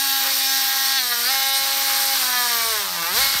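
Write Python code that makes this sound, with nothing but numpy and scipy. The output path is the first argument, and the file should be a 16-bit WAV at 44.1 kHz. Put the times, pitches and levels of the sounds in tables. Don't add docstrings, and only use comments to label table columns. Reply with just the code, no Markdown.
import sys
import numpy as np
from scipy import signal
from scipy.fft import rfft, irfft
from scipy.io import wavfile
from scipy.ndimage import uniform_filter1d

SR = 44100
rng = np.random.default_rng(int(sys.argv[2]) if len(sys.argv) > 2 else 0)


def elevation(decibels):
    levels = np.asarray(decibels, float)
    return 10 ** (levels / 20)


def inscribe(sig):
    pcm = np.round(np.clip(np.atleast_2d(sig).T, -1, 1) * 32767)
    wavfile.write(sys.argv[1], SR, pcm.astype(np.int16))


N = 149940
T = np.arange(N) / SR


def curve(table, col):
    rows = np.array(table)
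    return uniform_filter1d(np.interp(T, rows[:, 0], rows[:, col]), size=900, mode="nearest")


def bumps(rows):
    return sum(db * np.exp(-((T - s) / length) ** 2) for s, length, db in rows)


def colour(x, points, db):
    hz = np.maximum(np.arange(N // 2 + 1) * SR / N, 1)
    p = np.array(points)
    tilt_db = np.interp(np.log(hz), np.log(p[:, 0]), p[:, 1], left=-70)
    y = irfft(rfft(x) * elevation(tilt_db), N)
    return y * elevation(db) / np.sqrt(np.mean(y ** 2))


def walk(rate):
    k = int(SR / rate)
    steps = np.repeat(rng.standard_normal(400), k)[:N]
    w = uniform_filter1d(uniform_filter1d(steps, k), k)
    return w / w.std()


# (time [s], swing rate [Hz])
SPEED = [(0, 273.8), (.35, 269.1), (.97, 270.7), (1.005, 254), (1.06, 244.2), (1.18, 236.8), (1.25, 240.8),
         (1.31, 269.2), (1.8, 272.8), (2.17, 270.7), (2.23, 254.4), (2.47, 241.5), (2.57, 231.7),
         (2.71, 224.2), (2.96, 171), (3.06, 165.8), (3.12, 185.1), (3.21, 272.3)]


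def swing_rate():
    return curve(SPEED, 1)


# (time [s], level [dB], bite steadiness [dB], wood rasp [dB], likeness of stroke ends [dB])
CONTACT = [(0, 1, -1, -9, -13), (.19, 2, -4, -3.5, -10), (.26, 0, -3, 3, 8), (.55, 1, -1, -8.5, -4),
           (.62, 1, -3.5, 0.5, -7.5), (.97, -0.5, 1.5, -7, -5.5), (1.05, -0.5, 1, -3.5, -3.5),
           (1.24, 1, 0, -5.5, -0.5), (1.34, 0.5, 1, -3.5, 1.5), (1.56, 0, 2, -11, 4),
           (1.66, 0.5, -1.5, 0.5, 6.5), (2.18, 0, -4.5, 3.5, 4), (2.3, 1.5, 1, 0, -7),
           (2.75, 0, -1, -4.5, 7.5), (2.92, -5.5, -5, 0, 1), (3.11, -2, -1, -4, 4.5),
           (3.175, 5, -0.5, 0.5, 4.5), (3.32, 0.5, -3, 4, -4)]


def contact(col):
    return curve(CONTACT, col)


# (time [s], length [s], gain [dB])
CATCHES = [
    (.15, 0.037, 2),
    (.99, 0.022, 2.5),
    (1.125, 0.015, 6),
    (1.285, 0.036, 5),
    (1.53, 0.021, 0),
    (2.13, .02, 7),
    (2.38, 0.032, 3.5),
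    (3.18, 0.0068, 4.5),
]


def catches():
    return bumps(CATCHES)


def depth():
    return np.clip((T - 1.18) / 0.15, 0, 1)


# (time [s], length [s], centre [Hz], width [Hz], gain [dB])
RESONANCES = [(0.11, 0.12, 1260, 82, 3), (.12, .1, 2950, 350, 3.5), (.07, 0.073, 2170, 170, -14),
              (0.13, 0.15, 5450, 300, -3), (0.365, 0.081, 1450, 400, -15), (0.31, 0.043, 2950, 450, -5),
              (0.61, 0.077, 1800, 300, -1.5), (0.43, 0.13, 2380, 230, 8), (0.68, .15, 1300, 400, 1.5),
              (.75, 0.23, 1770, 180, 3), (0.78, 0.19, 2700, 260, -6), (1.2, 0.074, 1400, 140, 4.5),
              (1.34, 0.071, 3730, 440, -5), (.995, 0.02, 3760, 1600, 5), (1.262, 0.03, 4500, 610, 5.5),
              (1.55, 0.043, 3620, 560, 4), (1.55, .05, 5330, 350, 4), (1.741, 0.19, 2450, 170, 9.5),
              (1.97, 0.28, 3800, 180, -6), (1.76, .12, 3530, 200, 4), (2.4, 0.15, 1720, 180, 6.5),
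              (2.44, 0.15, 1064, 167, 5.5), (2.603, 0.084, 2250, 170, 14.5), (2.6, 0.06, 2100, 250, -4),
              (2, 0.062, 2900, 700, -9), (2.77, 0.049, 1680, 130, 10.5), (3.04, 0.035, 970, 870, -0.5),
              (3.125, 0.046, 1900, 1740, -5), (3.33, 0.11, 806, 140, -7), (2.91, 0.046, 1600, 1400, -5),
              (3.26, 0.052, 1330, 230, 5), (3.25, 0.049, 2080, 270, 5)]


def resonance(hz):
    t, f = T[::200], hz[::200]
    db = 0
    for s, length, mid_hz, width, gain_db in RESONANCES:
        db = db + gain_db * np.exp(-((t - s) / length) ** 2 - ((f - mid_hz) / width) ** 4)
    return np.interp(T, t, db)


# (multiple of swing rate, level [dB])
FREE = [(1, -19), (2, -17.5), (3, -3.5), (4, -10), (5, -10), (6, -3), (7, -4.5), (8, -10), (9, -12),
        (10, -10), (11, -9), (12, -8.5), (13, -5.5), (14, -1), (15, -6.5), (16, -5), (17, -3.5), (18, -17),
        (19, -18), (20, -3), (21, -19), (22, -9), (23, -11)]
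# (multiple of swing rate, level [dB])
DEEP = [(1, -21), (2, -17), (3, -1.5), (4, -9), (5, -9), (6, -6), (7, -10), (8, -5), (9, -15.5), (10, -14),
        (11, -7), (12, -12), (13, -8), (14, -2), (15, -3.5), (16, -6), (17, -8), (18, -7), (19, -9),
        (20, -12), (21, -27), (22, -10.5), (23, -10.5)]
# (multiple of swing rate, level [dB])
LOADED = [(1, -20.5), (2, -14), (3, -8), (4, -8), (5, -4), (6, -6), (7, -9), (8, -10), (9, -11),
          (10, -14.5), (11, -15), (12, -31), (13, -10), (14, -20), (15, -12), (16, -8), (17, -10),
          (18, -8.5), (19, -8), (20, -15), (21, -29), (22, -24), (23, -8)]
# (multiple of swing rate, level [dB])
STALLED = [(1, -10), (2, -15), (3, -8.5), (4, -6), (5, 1.5), (6, 2.5), (7, 5), (8, -1), (9, 3), (10, 0),
           (11, 3.5), (12, -13), (13, -1), (14, -2.5), (15, -26.5), (16, 0.5), (17, -20), (18, -5),
           (19, -26), (20, -5), (21, -6), (22, -4), (23, -10)]
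# (time [s], length [s], gain [dB])
STILLS = [
    (2.73, 0.051, -32),
    (3.07, 0.029, -26),
    (3.3, 0.098, -6),
]


def hum(turns, hz):
    free_hz, loaded_hz, stalled_hz = 270.6, 251.5, 178
    stall_from_hz = loaded_hz - 20
    load = np.clip((free_hz - hz) / (free_hz - loaded_hz), 0, 1)
    stall = np.clip((stall_from_hz - hz) / (stall_from_hz - stalled_hz), 0, 1)
    glide = np.abs(np.gradient(hz)) * SR
    slip = (.004 + 1e-5 * glide) * walk(80)
    alike, bite = contact(4), contact(2) + catches()
    still, deep = bumps(STILLS), depth()
    flutter_depth = 0.42 + 0.47 * load + 0.49 * stall
    out = 0
    for (k, shallow_db), (_, deep_db), (_, loaded_db), (_, stalled_db) in zip(FREE, DEEP, LOADED, STALLED):
        free_db = shallow_db + deep * (deep_db - shallow_db)
        db = free_db + load * (loaded_db - free_db) + stall * (stalled_db - loaded_db)
        db = db + bite * min((k - 1) / 4.5, 1.3)
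        db = db + 1.8 * np.tanh(walk(10))
        db = db - flutter_depth * min(k / 3.8, 1) * 3.5 * walk(40) ** 2
        push = load * (np.arange(N) < 1.3 * SR) * (3 <= k <= 6)
        db = db + push * (-4.5 - 0.24 * bite.std() * walk(26.6))
        db = db + resonance(k * hz) + alike * (k == 2) + still * (k == 1)
        drift = 0.048 * k * rng.standard_normal() + 0.063 * walk(6.2)
        out = out + elevation(db) * np.sin(2 * np.pi * (k * (turns + slip) + drift))
    return out * elevation(-30) * np.sqrt(2)


def rasp(turns, points, db, both_db, one_db, grit_db, flicker_db):
    angle = 2 * np.pi * (turns + 0.088 * walk(5.25))
    gate_db = both_db * np.cos(2 * angle) + one_db * (1 + .5 * walk(3.92)) * np.cos(angle)
    size_db = np.minimum(grit_db * rng.exponential(size=N), 13)
    chips = rng.standard_normal(N) * elevation(gate_db + size_db)
    return colour(chips, points, db) * elevation(flicker_db * (walk(29.95) + walk(7.97)))


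# (time [s], length [s], gain [dB])
HUSHES = [
    (.13, 0.091, -2),
    (.9, 0.083, 1.5),
    (1.06, 0.03, 0),
    (1.38, .015, -1.5),
    (1.52, 0.014, -4),
    (1.56, .03, 2.5),
    (3.04, .04, -0.5),
]


def hushes():
    return bumps(HUSHES)


# (frequency [Hz], density [dB per Hz])
WOOD = [(300, -33), (500, -19), (750, -16.5), (1100, -4.5), (1700, -6), (2600, -7.5), (3300, -6.5),
        (6000, -17.5)]


def wood_rasp(turns):
    return rasp(turns, WOOD, -30.5, 3., 2., 2.5, 1.2) * elevation(contact(3) - .6 * catches())


# (frequency [Hz], density [dB per Hz])
BLADE = [(1500, -4), (2700, -10), (4000, 0.5), (5500, -1.5), (7000, -7), (8800, -7), (10300, -15),
         (11500, -13)]


def blade_rasp(turns):
    return rasp(turns - .15, BLADE, -25, 1.7, 1.0, 2.7, 0.3) * elevation(-.4 * (contact(2) + catches()))


# (frequency [Hz], density [dB per Hz])
BOARD = [(120, -27), (250, -2.5), (400, -8), (600, -3), (800, 2), (1200, -20.5)]


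def board_rasp(turns):
    return rasp(turns, BOARD, -51, 1., 1., 2., 1.5) * elevation(1.1 * contact(3) + 2 * hushes())


# (frequency [Hz], density [dB per Hz])
TEETH = [(9000, -65), (10500, -5), (11500, 3), (12600, 11), (13200, 4.5), (13800, 6), (15000, 0.5),
         (16500, -29.5)]


def teeth_hiss(turns):
    return rasp(turns - .25, TEETH, -29.5, 3.5, 1.6, 2.3, .9)


# (centre [Hz], width [Hz], level [dB], gain once deep [dB], gain once cut free [dB])
RINGS = [(4360, 750, -32.5, -2, 2), (5620, 530, -33.5, -4, -1), (8930, 1080, -35.5, 1, -3.5),
         (11970, 910, -42.5, 5, 4), (14350, 500, -33.5, -1, -1)]
# (time [s], length [s], ringing near [Hz], gain [dB])
SWELLS = [
    (0.124, 0.15, 5620, -5),
    (.6, 0.075, 5620, 2),
    (.85, 0.076, 5620, 4),
    (.42, .08, 4360, 0),
    (.9, 0.073, 4360, 2),
    (1.637, .04, 4360, 5),
    (2.4, 0.092, 4360, -9),
    (3.273, .03, 4360, 3),
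]


def rings(turns):
    freed = np.clip((T - 3.14) / 0.035, 0, 1)
    out = 0
    for hz, w, db, deep_db, freed_db in RINGS:
        peak = [(hz - 2 * w, -24), (hz - w / 2, -3), (hz, 0), (hz + w / 2, -3),
                (hz + 2 * w, -24), (hz + 3 * w, -70)]
        swell = bumps([(s, length, gain) for s, length, near_hz, gain in SWELLS if abs(near_hz - hz) < w])
        ring = rasp(turns - .2, peak, db, 1.8, 2.6, 1.6, 1.4)
        out = out + ring * elevation(deep_db * depth() + freed_db * freed + swell)
    return out


# (frequency [Hz], density [dB per Hz])
WIND = [(20, -18), (35, -26), (55, 1), (90, -9.5), (160, -10), (300, -14), (600, -49)]


def wind():
    db = 2.3 * walk(6.07) + 1.2 * walk(29)
    db = db + 2.5 * (T - 2)
    db = db + bumps([(3.21, 0.097, 9.5)])
    return colour(rng.standard_normal(N), WIND, -61) * elevation(db)


# (time [s], low edge [Hz], high edge [Hz])
FLIPS = [
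    (.499, 5100, 6500),
    (.94, 8900, 11200),
    (1.451, 11800, 14600),
]


def flips(x):
    early = np.roll(x, 1630)
    out = 0
    for s, lo_hz, hi_hz in FLIPS:
        band = signal.butter(6, [lo_hz, hi_hz], "band", fs=SR, output="sos")
        shape = 0.66 * np.exp(-((T - s) / 0.013) ** 4)
        out = out + shape * signal.sosfiltfilt(band, early)
    return out


# (time [s], level [dB], nominal pitch [Hz], the fall starts at nearly twice this)
KNOCKS = [
    (1.61, -40, 170),
    (3.347, -28, 230),
]


def knocks():
    t60_s, sag, attack_s, fall_s = 0.076, 0.84, 0.0033, 0.0075
    out = 0
    for s, db, hz in KNOCKS:
        u = np.maximum(T - s, 0)
        envelope = np.exp(-np.log(1000) * u / t60_s) * (1 - np.exp(-u / attack_s))
        bent_time = u * (1 - sag) + sag * 0.0157 * (1 - np.exp(-u / fall_s))
        out = out + elevation(db) * envelope * np.sin(2 * np.pi * hz * bent_time)
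    return out


def bounce(turns):
    shape = np.exp(-((T - 2.9) / 0.073) ** 4)
    lines = sum(elevation(3.5 * walk(40)) * np.sin(np.pi * k * turns) for k in range(7, 17, 2))
    return elevation(-36.5) * shape * lines


def scene():
    hz = swing_rate()
    turns = np.cumsum(hz) / SR
    scraping = (wood_rasp(turns) + rings(turns) + blade_rasp(turns)) * elevation(hushes())
    tool = hum(turns, hz) + bounce(turns) + board_rasp(turns) + scraping + teeth_hiss(turns)
    mono = tool * elevation(contact(1)) + knocks() + wind()
    return mono + np.outer([1, -1], flips(mono))


def band_limit(x):
    return signal.sosfilt(signal.butter(12, 17010, fs=SR, output="sos"), x)


def record(dry):
    ceiling, top_hz = 0.77, 15700
    rounded = ceiling * np.tanh(dry / ceiling)
    lowpass = signal.ellip(10, .1, 60, top_hz, fs=SR, output="sos")
    mix = signal.sosfiltfilt(lowpass, rounded)
    return band_limit(mix)


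dry = scene()
out = record(dry)
inscribe(out)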